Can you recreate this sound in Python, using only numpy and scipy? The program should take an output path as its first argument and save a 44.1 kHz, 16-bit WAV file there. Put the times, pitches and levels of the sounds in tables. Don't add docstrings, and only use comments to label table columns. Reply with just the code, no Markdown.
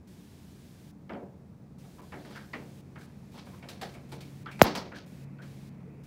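import sys
import numpy as np
from scipy import signal
from scipy.fft import rfft, irfft
from scipy.io import wavfile
from scipy.ndimage import uniform_filter1d

SR = 44100
rng = np.random.default_rng(int(sys.argv[2]) if len(sys.argv) > 2 else 0)


def boost(x):
    u = np.asarray(x, float) / 20
    return 10 ** u


def output_pcm(signal):
    pcm = np.clip(np.atleast_2d(signal).T, -1, 1) * 32767
    wavfile.write(sys.argv[1], SR, np.round(pcm).astype(np.int16))


N = 267246

# t/s, nearness/1, fan tone level/dB
WALK = [
    (0, 0.18, -58),
    (1.9, 0.25, -53.5),
    (2.8, 0.54, -50.5),
    (3.8, 0.87, -55.5),
    (4.2, 0.8, -45),
    (4.8, 0.97, -49.5),
    (5.0, 0.87, -65),
    (5.2, 0.9, -43),
    (5.6, .8, -45.5),
    (6.06, .8, -48.5),
]
# f/Hz, density level/dB
RUMBLE_SPECTRUM = [(15, -58), (25, -34.5), (60, -16), (120, -10.5), (200, -14), (300, -18), (600, -26),
                   (1000, -40.5)]
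# f/Hz, density level/dB
AIR_SPECTRUM = [(25, -28.5), (256, -11), (451, -18.5), (560, -26), (988, -35), (2280, -50), (2760, -56),
                (16000, -72.5)]
# f/Hz, width/Hz, level/dB
ROOM_MODES = [(85, 11, -2), (182.7, 17, 5.5), (207, 11, 5), (236.5, 7.5, 2), (292, 7.5, 4.5), (361, 5.7, 0),
              (454, 3.4, 0.5), (565, 20, -2)]
# f/Hz, level/dB
WHINE = (15240, -91)
# on t/s, off t/s
DRIVE_RUNS = [(0.073, 0.914), (1.783, 2.009), (2.017, 2.812), (2.985, 3.063), (3.318, 3.385),
              (3.455, 3.599), (3.69, 3.76), (3.815, 3.96), (4.09, 4.172), (4.204, 4.435), (4.51, 4.596),
              (4.956, 4.995), (5.061, 5.247), (5.419, 5.694), (6.035, 6.101)]
# f/Hz, density level/dB
DRIVE_SPECTRUM = [(880, -36.5), (1500, -2), (2060, -4), (3730, -3), (5380, -5), (15100, -11.5),
                  (16000, -11.5)]
# t/s, peak level/dB, ring f/Hz, relative thud level/dB
DULL_BLOWS = [(1.094, -35.5, 1250, 11), (1.134, -43.5, 905, 10.5), (1.164, -57.5, 926, 27.5),
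              (1.839, -57, 840, 13.5), (1.988, -50.5, 950, 11.5), (2.121, -37.5, 1790, 9.5),
              (2.957, -41.5, 1460, 2.5), (3.346, -52, 830, 9.5), (4.46, -34, 1280, -4),
              (4.919, -43.5, 1420, 7.3), (5.386, -51.5, 1390, 10.5), (5.804, -58, 802, 6)]
# t/s, peak level/dB, ring f/Hz, relative thud level/dB
CRISP_TAPS = [(2.533, -33, 2160, 6.5), (3.096, -55.5, 860, -2), (3.467, -46.5, 790, 4),
              (3.542, -47, 1060, -23), (3.626, -44, 2160, 10), (5.424, -44.5, 1550, -7)]
# t/s, peak level/dB, ring f/Hz, relative thud level/dB, relative tick level/dB
CLOSE_TAPS = [(2.25, -44.5, 850, 10.5, -10), (2.307, -45.5, 1280, 7.5, -4), (2.359, -33, 1500, -9.5, -13),
              (3.01, -46, 1480, -32, -5), (3.375, -47, 940, 4, -2.5), (3.687, -45, 1560, 8.5, 9.5),
              (3.813, -36, 1790, 7.5, 3), (3.938, -45.5, 2340, 9, -6.5), (4.118, -41.5, 800, 10.5, 2),
              (4.206, -57.5, 2370, 0, 14.5), (4.514, -44, 2367, -6.5, -3), (4.592, -35, 800, 11, -6),
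              (4.6166, -15, 748, 2.2, -2.5), (4.7506, -27, 937, 1, -0.5), (4.955, -42, 1570, -2, -11)]
# f/Hz, width/Hz, level/dB (not used)
PANE_MODES = [(389, 16, 0), (705, 27, -1), (1280, 25, -13), (1570, 11, -11), (1690, 15, -13),
              (2230, 120, -15), (2390, 47, -15), (2750, 28, -17), (3060, 38, -17), (4360, 72, -18),
              (5340, 26, -18), (5200, 22, -19)]
# t/s, level/dB, f/Hz, length/s
RINGS = [(1.827, -69, 800, 0.026), (1.981, -60, 1080, .05), (2.352, -58, 1660, .04),
         (2.533, -47, 2000, 0.012), (3.341, -59.5, 870, 0.026), (3.529, -64, 1090, 0.013),
         (3.62, -75, 2330, .02), (3.818, -47.5, 763, 0.033), (3.94, -83, 2400, .03),
         (4.205, -67, 2450, 0.038), (4.468, -63, 3270, 0.026), (4.511, -61, 2460, 0.044),
         (4.663, -48, 4776, .015), (4.771, -46.5, 4940, 0.0068), (5.12, -39.5, 203, 0.0047),
         (5.851, -62.5, 451, 0.15)]
# t/s, level/dB, first f/Hz
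SLIPS = [
    (2.958, -68, 1300),
    (4.4575, -50.5, 1280),
    (4.917, -52.5, 1264),
    (5.384, -61.5, 1300),
]
# start t/s, loudest t/s, end t/s, level/dB
SCRAPES = [
    (2.122, 2.37, 2.46, -59),
    (2.983, 3.028, 2.97, -50),
    (3.333, 3.387, 3.46, -57),
    (4.941, 4.97, 5.05, -53.5),
    (5.405, 5.427, 5.76, -67.5),
]
# t/s, level/dB, length/s
RATTLE = [
    (4.6214, -7, .00045),
    (4.6297, -17, .0009),
    (4.6399, -21, .0006),
    (4.6511, -32, .0005),
]
# f/Hz, density level/dB
RATTLE_SPECTRUM = [(500, -20), (2500, -12), (6000, -5), (8500, -11), (12000, -4), (14800, 0), (16300, -4),
                   (17000, -28)]

RUMBLE_DB, AIR_DB, DRAUGHT_DB, SELF_NOISE_DB = -52.5, -67, -87.5, -77.5
RUMBLE_GAIN_DB, AIR_GAIN_DB, DRAUGHT_GAIN_DB = 4, 4.5, 20
FAN_HZ = 138.3
BUSY_S, BUSY_SPAN_S, BUSY_DB = 3.7, 0.98, 9
DRIVE_DB = -65
DULL_TICK_DB, CRISP_TICK_DB = -31.5, -11
DULL_T60_S, CRISP_T60_S, CLOSE_T60_S = 0.34, 0.32, 0.34
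BODY_RISE_S = .0018
RING_SAG, RING_T60_S = .95, .16
SLIP_S, SLIP_RISE, SLIP_T60_S = .04, 1.3, 0.12
SHEEN_DB, SHEEN_T60_S = -12.5, 0.17
SHEEN_SLOPE = 0.8
KNOCK_S = 4.61594
CRACK_HZ, SLIDE_MS, GLASS_HZ, CRACK_DB, HOLD_MS = 3150, .39, 575, 1.2, 3.2
THUMP_HZ, SAG_MS, THUMP_DB, THUMP_LAG_MS, THUMP_FADE_MS = 375, 9.5, -5.7, 1.52, 8.1
EDGE_HZ = 15790


def evened(x):
    return x / np.sqrt(np.mean(x ** 2) + 1e-20)


def add(mix, s, sound):
    part = mix[round(s * SR):][:len(sound)]
    part += sound[:len(part)]


def coloured(points, size, lo_hz=0, hi_hz=30000):
    hz = np.fft.rfftfreq(size, 1 / SR) + 1
    f, db = np.transpose(points)
    edges = 1 / (1 + (lo_hz / hz) ** 4) / (1 + (hz / hi_hz) ** 4)
    shape = boost(np.interp(np.log(hz), np.log(f), db))
    white = rfft(rng.standard_normal(size))
    return evened(irfft(white * edges * shape, size))


def resonate(x, hz, width):
    turn = np.exp(2j * np.pi * np.cumsum(hz * np.ones(len(x))) / SR)
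    r = np.exp(-np.pi * width / SR)
    return 2 * (turn * signal.lfilter([1 - r], [1, -r], x / turn)).real


def standing(x):
    return x + sum(boost(db) * resonate(x, hz, width) for hz, width, db in ROOM_MODES)


def room():
    s, *columns = np.transpose(WALK)
    t = np.arange(N) / SR
    near, fan_db = (np.interp(t, s, c) for c in columns)
    rumble = boost(RUMBLE_DB + RUMBLE_GAIN_DB * near) * evened(standing(coloured(RUMBLE_SPECTRUM, N, hi_hz=520)))
    air = boost(AIR_DB + AIR_GAIN_DB * near) * coloured(AIR_SPECTRUM, N, lo_hz=550, hi_hz=3200)
    draught_spectrum = [(1200, -17), (1900, -3.5), (2600, -3.5), (2800, -13.5), (4000, -33)]
    draught = boost(DRAUGHT_DB + DRAUGHT_GAIN_DB * near) * coloured(draught_spectrum, N)
    smooth = uniform_filter1d(rng.standard_normal(N), size=9000)
    waver = evened(uniform_filter1d(smooth, size=9000))
    fan = boost(fan_db) * np.sin(2 * np.pi * np.cumsum(FAN_HZ + .35 * waver) / SR)
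    whine_hz, whine_db = WHINE
    whine = boost(whine_db) * evened(resonate(rng.standard_normal(N), whine_hz, 21))
    busy = np.exp(-((t - BUSY_S) / BUSY_SPAN_S) ** 2)
    self_noise = boost(SELF_NOISE_DB + BUSY_DB * busy) * coloured(AIR_SPECTRUM, N, lo_hz=2963)
    return rumble + air + draught + fan + whine + self_noise


def drive():
    level = np.zeros(N)
    for on, off in DRIVE_RUNS:
        level[round(on * SR):round(off * SR)] = boost(DRIVE_DB)
    return uniform_filter1d(level, size=90) * coloured(DRIVE_SPECTRUM, N)


def tap(db, hz, thud_db, tick_db, t60):
    t = np.arange(SR // 2) / SR
    n = len(t)

    def fade(t60, rise):
        return boost(-60 * t / t60) * (1 - np.exp(-t / rise))

    ring = evened(resonate(resonate(rng.standard_normal(n), hz, .3 * hz), hz, .6 * hz))
    heavy_db = .7 * min(thud_db, 3)
    body = boost(heavy_db + 1) * coloured(
        [(400, -17), (900, 4), (2000, -1.5), (3000, -16), (4200, -34), (8000, -55.5)], n)
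    bite = boost(heavy_db - 8.5) * coloured([(900, -17), (2000, -0.5), (3200, 0.0), (4200, -17), (8000, -43.5)], n)
    thud = boost(thud_db) * coloured([(90, -15.5), (220, 2.5), (600, 0.5), (1000, -10), (2000, -68)], n)
    tick = boost(tick_db) * coloured([(1500, -2.5), (4000, 6.5), (6000, -0.5), (9000, -22.5)], n)
    click = boost(heavy_db - 3.0) * coloured(
        [(900, -21), (2000, 4), (3300, -7.5), (4500, -0.5), (6000, -17.5), (8000, -29.5)], n)
    lumps = boost(1.8 * evened(uniform_filter1d(rng.standard_normal(n), size=200)))
    direct = 1 + 1.0 * np.exp(-t / 0.016)
    mix = (ring + body) * fade(1.03 * t60, BODY_RISE_S)
    mix += thud * fade(1.62 * t60, 0.013)
    mix += tick * fade(1.2 * t60, 0.0005)
    mix += bite * fade(.6 * t60, 0.0005)
    mix += click * fade(.015, 0.0002)
    return boost(db - 16.0) * mix * direct * lumps


def squeak(db, first_hz, last_hz, length, t60):
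    t = np.arange(SR // 3) / SR
    hz = first_hz + (last_hz - first_hz) * np.minimum(t / length, 1)
    narrow = resonate(rng.standard_normal(len(t)), hz, .15 * first_hz)
    whistle = evened(resonate(narrow, hz, .3 * first_hz))
    decay = boost(db - 60 * np.maximum(t - length, 0) / t60)
    direct = 1 + 1.3 * np.exp(-t / 0.021)
    return decay * whistle * (1 - np.exp(-t / 0.0007)) * direct


def scrapes():
    t = np.arange(N) / SR
    level = np.zeros(N)
    for start, loudest, end, db in SCRAPES:
        level += boost(np.interp(t, [start, loudest, end], [db - 12, db, db - 13.0], -200, -200))
    grain = boost(2.6 * evened(uniform_filter1d(rng.standard_normal(N), size=120)))
    hiss = coloured([(1200, -12), (3000, -1), (4500, -1), (6000, -7.5), (9000, -27), (15000, -42)], N)
    return level * grain * hiss


def sheen(db, t60):
    t = np.arange(SR // 3) / SR
    envelope = boost(db - 11.5 - 60 * t / t60) * (1 - np.exp(-t / .001))
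    return envelope * coloured([(4000, -21.0), (7500, 3.0), (15000, -6.5)], len(t))


def knock():
    t = np.arange(SR // 25) / SR
    ms = 1000 * t

    def swing(hz):
        return np.sin(2 * np.pi * np.cumsum(hz) / SR)

    crack = swing(GLASS_HZ + CRACK_HZ * np.exp(-ms / SLIDE_MS))
    crack = crack * (1 - np.exp(-ms / .05)) / (1 + (ms / HOLD_MS) ** 6)
    thump = swing(THUMP_HZ * (1 + ms / SAG_MS) ** -1.5)
    thump = thump * (1 - np.exp(-ms / .7)) * np.exp(-ms / THUMP_FADE_MS)
    out = np.zeros(N)
    add(out, KNOCK_S, boost(CRACK_DB) * crack)
    add(out, KNOCK_S + THUMP_LAG_MS / 1000, -boost(THUMP_DB) * thump)
    out = 1.4 * np.tanh(out / 1.4)
    for s, db, length in RATTLE:
        bounce = t / length * np.exp(1 - t / length * 2)
        add(out, s, boost(db) * coloured(RATTLE_SPECTRUM, len(t)) * bounce)
    return out


def scene():
    beak = np.zeros(N)
    for s, *row in DULL_BLOWS:
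        add(beak, s, tap(*row, DULL_TICK_DB, DULL_T60_S))
    for s, *row in CRISP_TAPS:
        add(beak, s, tap(*row, CRISP_TICK_DB, CRISP_T60_S))
    for s, *row in CLOSE_TAPS:
        add(beak, s, tap(*row, CLOSE_T60_S))
    pane = sum(resonate(beak, hz, .4 * width) * 1 for hz, width, db in PANE_MODES)
    beak = standing(beak) + pane + scrapes()
    for s, db, hz in SLIPS:
        add(beak, s, squeak(db, hz, hz * SLIP_RISE, SLIP_S, SLIP_T60_S))
    for s, db, hz, length in RINGS:
        add(beak, s, squeak(db, hz, hz * RING_SAG, length, RING_T60_S))
    for s, db, hz, thud_db, tick_db in CLOSE_TAPS:
        add(beak, s, sheen(SHEEN_SLOPE * (db + tick_db) + SHEEN_DB, SHEEN_T60_S))
    after = np.arange(N) / SR - KNOCK_S
    release = np.exp(-(np.maximum(after, 0) / 0.025) ** 2)
    duck = boost(-16 * (after > 0) * release)
    edge = signal.firwin(511, EDGE_HZ, window=("kaiser", 8), fs=SR)
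    banded = signal.oaconvolve((room() + drive() + beak) * duck, edge, "same")
    return (banded + knock())[None]


def top_cut(x):
    return signal.sosfilt(signal.butter(12, 17140, fs=SR, output="sos"), x)


def record(dry):
    return top_cut(np.clip(dry, -.997, .997))


dry = scene()
out = record(dry)
output_pcm(out)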